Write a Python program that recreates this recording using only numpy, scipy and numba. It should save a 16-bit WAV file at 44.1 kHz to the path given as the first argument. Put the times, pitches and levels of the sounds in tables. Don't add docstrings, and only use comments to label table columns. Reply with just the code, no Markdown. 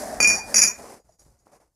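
import sys
import numpy as np
from scipy import signal
from scipy.fft import rfft, irfft
from scipy.io import wavfile
from numba import njit

SR = 44100
rng = np.random.default_rng(int(sys.argv[2]) if len(sys.argv) > 2 else 0)


def generate_wav(sig):
    pcm = np.round(np.clip(np.atleast_2d(sig).T, -1, 1) * 32767).astype(np.int16)
    wavfile.write(sys.argv[1], SR, pcm)


N = 77175
T = np.arange(N) / SR


def amp(db):
    return 10 ** (np.asarray(db) / 20)


def unit(x):
    return x / np.sqrt(np.mean(x ** 2))


def shape(x, points):
    hz, db = np.array(points, float).T
    f = np.maximum(np.fft.rfftfreq(2 * N, 1 / SR), 1)
    return irfft(rfft(x, 2 * N) * amp(np.interp(np.log(f), np.log(hz), db)))[:N]


def noise(points):
    return unit(shape(rng.standard_normal(N), points))


def fade(start, t60):
    return (T >= start) * amp(-60 * np.maximum(T - start, 0) / t60)


@njit
def resonate(x, hz, width):
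    y, band_state, low_state = np.empty(len(x)), 0., 0.
    for i in range(len(x)):
        g, damping = np.tan(np.pi * hz[i] / SR), width / hz[i]
        band = (band_state + g * (x[i] - low_state)) / (1 + g * (g + damping))
        band_state, low_state = 2 * band - band_state, low_state + 2 * g * band
        y[i] = damping * band
    return y


def grit(grains_per_s=5000, spread_db=2):
    size = amp(spread_db * np.minimum(rng.exponential(size=N), 4))
    return (rng.random(N) < grains_per_s / SR) * size * rng.choice([-1, 1], N)


# t/s, body/dB, hiss/dB, rumble/dB
SCRAPE_FADERS = [(0, -36, -38, -66.5), (0.018, -31, -40.5, -57), (0.058, -35.5, -42.5, -53.5),
                 (.14, -35.5, -45.5, -49.5), (.19, -38, -47.5, -49), (.28, -37, -42.5, -45),
                 (.36, -36.5, -42.5, -51), (.398, -41, -51.5, -52.5), (.425, -44, -54.5, -51),
                 (0.469, -40.5, -48, -51), (.495, -37, -44, -49.5), (0.533, -34.5, -45, -58.5),
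                 (.56, -56, -53, -54), (.68, -45.5, -51, -60.5), (0.743, -60, -55, -61.5),
                 (.81, -45.5, -50.5, -60.5), (.94, -85, -52.5, -61), (1.02, -91, -86.5, -77)]
# t/s, f/Hz
SCRAPE_PITCH = [(0, 623), (.1, 675), (.15, 630), (.2, 740), (.27, 603), (.375, 762), (.405, 902),
                (.48, 590), (.54, 630)]
# f/Hz, level/dB
BODY_EQ = [(60, -19.5), (150, -14), (215, 5.5), (350, -1.5), (800, -0.5), (1250, -9.5), (1800, -5),
           (2800, -25), (5000, -35.5)]
HISS_EQ = [(1000, -27.5), (3200, -16), (5000, 0), (6000, 0), (7500, -2), (9500, -1), (11000, -3),
           (13000, -11), (15500, -20)]
RUMBLE_EQ = [(20, -22), (35, -8), (50, -1.5), (70, -5.5), (110, -10.5), (200, -19), (600, -58.5)]


def scrape(width_hz=190.):
    times, *faders = np.array(SCRAPE_FADERS).T
    body_gain, hiss_gain, rumble_gain = (amp(np.interp(T, times, db)) for db in faders)
    hz = np.interp(T, *np.array(SCRAPE_PITCH).T)
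    base = unit(resonate(resonate(grit(), hz, width_hz), hz, width_hz))
    body = amp(-2.5) * base + amp(-4) * unit(shape(grit(), BODY_EQ))
    hiss = unit(shape(grit(), HISS_EQ))
    return body_gain * body + hiss_gain * hiss + rumble_gain * noise(RUMBLE_EQ)


# t/s, length/s, start f/Hz, end f/Hz, level/dB
SQUEAKS = [(.003, .045, 620.4, 562, -31.5), (0.122, 0.021, 640, 620, -28), (0.373, 0.0356, 643, 989, -31),
           (0.684, 0.035, 990, 992, -39)]


def squeaks():
    out = np.zeros(N)
    for start, length, start_hz, end_hz, db in SQUEAKS:
        progress = np.clip((T - start) / length, 0, 1)
        hz = start_hz + (end_hz - start_hz) * progress
        out += amp(db) * np.sin(np.pi * progress) * np.sin(2 * np.pi * np.cumsum(hz) / SR)
    return out


def ring(contacts, pitches, rings, wall_hz=5650, wall_width_hz=420, contact_s=.0009, phase_kick=.45):
    out = []
    start, db, tilt, wall_db = np.array(contacts, float).T
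    at = (start * SR).astype(int)
    push = signal.windows.hann(int(contact_s * SR))
    for hz, (mode_db, t60) in zip(pitches, rings):
        scatter, side = rng.standard_normal((len(at), 2)).T
        near_wall = np.exp(-((hz - wall_hz) / wall_width_hz) ** 2)
        colour_db = tilt * np.log2(hz / wall_hz) + near_wall * wall_db
        kick = amp(mode_db + db + colour_db + 4 * scatter)
        energy, turns = np.zeros(N), np.zeros(N)
        energy[at] = kick ** 2
        retained = np.exp(-2 * np.log(1000) / (t60 * SR))
        size = np.sqrt(signal.lfilter([1], [1, -retained], energy + 1e-24))
        turns[at] = phase_kick * np.sign(side) * np.arcsin(np.minimum(kick / size[at], 1))
        size, phase = (np.convolve(v, push / push.sum())[:N] for v in (size, np.cumsum(turns)))
        out.append(size * np.sin(2 * np.pi * (hz * T + rng.random()) + phase))
    return np.array(out)


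def blows(contacts, t60):
    return np.sqrt(sum((amp(db) * fade(start, t60)) ** 2 for start, db, _, _ in contacts))


# f/Hz, level/dB
CRACK_EQ = [(1200, -24.5), (1700, -6), (2400, -2.5), (2800, -15.5), (3700, -26.5), (4300, -17), (4700, 3),
            (5050, -8), (5700, 12), (6250, -5), (6700, 10), (7600, -12), (8800, -17), (9700, -3),
            (10200, -7.5), (11000, -7), (11800, -17), (13000, -16), (14000, -27.5), (15500, -36.5)]


def crack(contacts):
    envelope = amp(-19.5) * blows(contacts, t60=.014) + amp(-23.5) * blows(contacts, t60=.18)
    white = rng.standard_normal(N)
    return shape(white * envelope, CRACK_EQ) / np.std(shape(white, CRACK_EQ))


# f/Hz, level/dB
KNOCK_EQ = [(30, -20), (60, -9.5), (140, -5), (215, 3.5), (290, -2.5), (420, 0.5), (800, -4.5),
            (1200, -3.5), (1900, -0.5), (2500, -10), (3200, -32)]
# f/Hz, level/dB, t60/s
TABLE_MODE = (215, -47.5, 0.34)


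def knock(contacts, thud_db):
    envelope = amp(-36) * blows(contacts, t60=.32) + amp(thud_db) * fade(contacts[0][0], t60=.025)
    flat_hits = [(start, db, 0, 0) for start, db, _, _ in contacts]
    return noise(KNOCK_EQ) * envelope + ring(flat_hits, TABLE_MODE[:1], [TABLE_MODE[1:]])[0]


# t/s, level/dB, tilt/(dB per octave), wall-mode boost/dB
FIRST_CLINKS = [ (.2025, 5, -3.5, -19), (.2263, 3.5, -4, -1), (.2460, -1, -7.5, 0.5), (.2729, 2, 2.5, -3),
                (.2823, -5.5, -5.5, 9), (.2914, -4.5, -3, -4), (.2994, 2.5, -2.5, -5.5),
                (.3051, -8.5, 0.5, 7), (.3170, -8, -1.5, 2.5), (.3289, -10, -1.5, 7.5), (.3406, -14, -3, 2),
                (.3520, -9.5, -1.5, -0.5), (.3669, -10, -3, -3.5), (.3816, -18, -3.5, -1),
                (.3952, -22, -1.5, -10.5)]
SECOND_CLINKS = [(.5436, 0.5, 1.1, -4), (.5591, -1, 0, -0.5), (.5653, -4, 0, 13.5), (.5695, -5.5, 0, 2.5),
                 (.5817, 0, 2, 6), (.5892, -2, 2.2, 11), (.5991, -7, 0, 2), (.6122, -5, -0.31, 5),
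                 (.6180, 0, 0, 5.5), (.6261, -1.5, -0.2, -5), (.6343, -6.5, 0, -3), (.6383, -3.5, 0, 4),
                 (.6480, -4, 0, -8), (.6560, -12.5, 0, -6.5), (.6660, -9.5, 0.96, 6.5), (.6740, -9, 1, 7.5),
                 (.6830, -23, 0.31, 3), (.7016, -32.5, -1, -8)]
FIRST_HZ = [2430, 4571, 4747, 5517, 5652, 5762, 6598, 6753, 6837, 9110, 9648, 9915, 10418, 11068, 12740]
SECOND_HZ = [2385, 2445, 2520, 4749, 4876, 5117, 5519, 5655, 5787, 5848, 6138, 6619, 6757, 6845, 8110, 9636,
             10516, 10970, 11064, 12780]
# level/dB, t60/s
FIRST_RING = [(-24, .28), (-35.5, .2), (-36.5, 0.39), (-27, 0.16), (-23.5, 0.15), (-26, .2), (-26, 0.12),
              (-27, .16), (-29.5, .16), (-35, 0.096), (-29, 0.16), (-42.5, 0.15), (-41.5, .2), (-42, .18),
              (-45.5, .18)]
SECOND_RING = [(-32.5, 0.25), (-37.5, 0.32), (-33.5, 0.23), (-26, 0.077), (-24, 0.12), (-33, 0.14),
               (-36.5, 0.072), (-27.5, 0.084), (-22, 0.1), (-29, .15), (-33, .16), (-22.5, 0.091),
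               (-22, 0.2), (-23.5, .13), (-36.5, .12), (-29, 0.045), (-28.5, 0.13), (-39, 0.085),
               (-33.5, .13), (-38.5, 0.17)]
# t/s, half width/s, depth/dB
RING_DIP = (0.3805, .016, -20.5)


def meeting(contacts, pitches, rings, crack_db, thud_db):
    hits = amp(crack_db) * crack(contacts) + knock(contacts, thud_db)
    modes = ring(contacts, pitches, rings)
    dip_s, dip_width, dip_db = RING_DIP
    modes[0] *= amp(dip_db * np.exp(-((T - dip_s) / dip_width) ** 2))
    return hits + modes.sum(axis=0)


# t/s, length/s, level/dB, relative hiss/dB, relative rumble/dB
RUBS = [(0.781, 0.15, -44, -41, -32), (0.94, 0.043, -56, -5.5, -10.5), (1.044, 0.098, -71, -2.5, 6),
        (1.19, 0.043, -65.5, 2, -1.5), (1.249, 0.077, -68, -2.5, 10), (1.34, 0.12, -73.5, -3.5, 1.5),
        (1.46, 0.044, -63.5, -10.5, -25), (1.517, 0.051, -58, -8.5, -18.5), (1.601, 0.02, -62, -9, -12.5),
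        (1.63, 0.048, -74.5, -7, -7.5)]
# f/Hz, level/dB
RUB_EQ = [(50, -15), (150, 0), (250, 2), (580, 6), (900, 1), (1300, -5.5), (2200, -12), (3000, -20.5),
          (6000, -44)]


def rubs(attack_s=.012, release_t60=.12):
    body, hiss, rumble = unit(shape(grit(), RUB_EQ)), unit(shape(grit(), HISS_EQ)), noise(RUMBLE_EQ)
    out = np.zeros(N)
    for start, length, db, hiss_db, rumble_db in RUBS:
        attack = np.clip((T - start) / attack_s + .5, 0, 1)
        release = np.where(T < start + length, 1, fade(start + length, release_t60))
        out += amp(db) * attack * release * (body + amp(hiss_db) * hiss + amp(rumble_db) * rumble)
    return out


# t/s, level/dB, f/Hz, bandwidth/Hz, t60/s, glass ring/dB
BUMPS = [(.998, -55.5, 536, 150, 0.06, -52), (1.09, -48, 680, 142, 0.044, -52),
         (1.121, -73, 900, 1200, 0.022, -51), (1.194, -63.5, 450, 495, 0.05, -40),
         (1.219, -60, 1616, 1400, 0.0098, -65), (1.262, -57, 294, 394, 0.085, -54),
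         (1.389, -72, 200, 299.5, 0.041, -54), (1.531, -47.5, 673, 300.7, 0.059, -47.5)]


def bumps(ring_stretch=1.5):
    free_ring = [(db, t60 * ring_stretch) for db, t60 in SECOND_RING]
    contacts = [(start, glass_db, 1, 0) for start, *_, glass_db in BUMPS]
    out = ring(contacts, SECOND_HZ, free_ring)[3:].sum(axis=0)
    for start, db, hz, width, t60, _ in BUMPS:
        centre, white = np.full(N, float(hz)), rng.standard_normal(N)
        table = lambda x: resonate(resonate(x, centre, 1. * width), centre, 2. * width)
        out += amp(db) * table(white * fade(start, t60)) / np.std(table(white))
    return out


# f/Hz, level/dB
TAP_EQ = [(60, -14), (250, 5.5), (800, 5), (1300, 1), (1900, -21), (3000, -32.5), (8000, -35)]


def tap(at_s=1.4698, peak_db=-37.5):
    push = shape(signal.unit_impulse(N, int(at_s * SR)), TAP_EQ)
    return amp(peak_db) * push / np.abs(push).max()


# f/Hz, level/dB
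ROOM_TONE_EQ = [(15, -29.5), (25, 5), (161, -7), (317, -17.5), (677, -14.5), (1480, -28), (1740, -27),
                (2410, -34.5), (6380, -27), (16000, -29.5)]


def room(dry, t60=.25, wet_db=-24, tone_db=-78.5):
    tail = rng.standard_normal(N) * fade(0, t60)
    wet = signal.fftconvolve(dry, tail / np.sqrt(np.sum(tail ** 2)))[:N]
    return dry + amp(wet_db) * wet + amp(tone_db) * noise(ROOM_TONE_EQ)


# f/Hz, level/dB
SIDE_EQ = [(500, -67.5), (2400, -25.5), (5000, -12), (7000, -6), (12000, -8)]
FLUTTER = [(3, -30), (10, 0), (30, 0), (80, -40)]


def widen(mid, side_db=-5):
    quadrature = np.imag(signal.hilbert(mid))
    flutter = unit(np.tanh(2 * noise(FLUTTER)))
    side = amp(side_db) * shape(quadrature * flutter, SIDE_EQ)
    return np.array([mid + side, mid - side])


def scene():
    sliding = scrape() + squeaks()
    first = meeting(FIRST_CLINKS, FIRST_HZ, FIRST_RING, crack_db=-5.5, thud_db=-19.5)
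    second = meeting(SECOND_CLINKS, SECOND_HZ, SECOND_RING, crack_db=2, thud_db=-26)
    settling = rubs() + bumps() + tap()
    return widen(room(sliding + first + second + settling))


def record(dry, ceiling=.8, top_hz=15400):
    rounded = dry / (1 + (dry / ceiling) ** 8) ** (1 / 8)
    return signal.sosfilt(signal.ellip(8, .2, 70, top_hz, fs=SR, output="sos"), rounded)


dry = scene()
out = record(dry)
generate_wav(out)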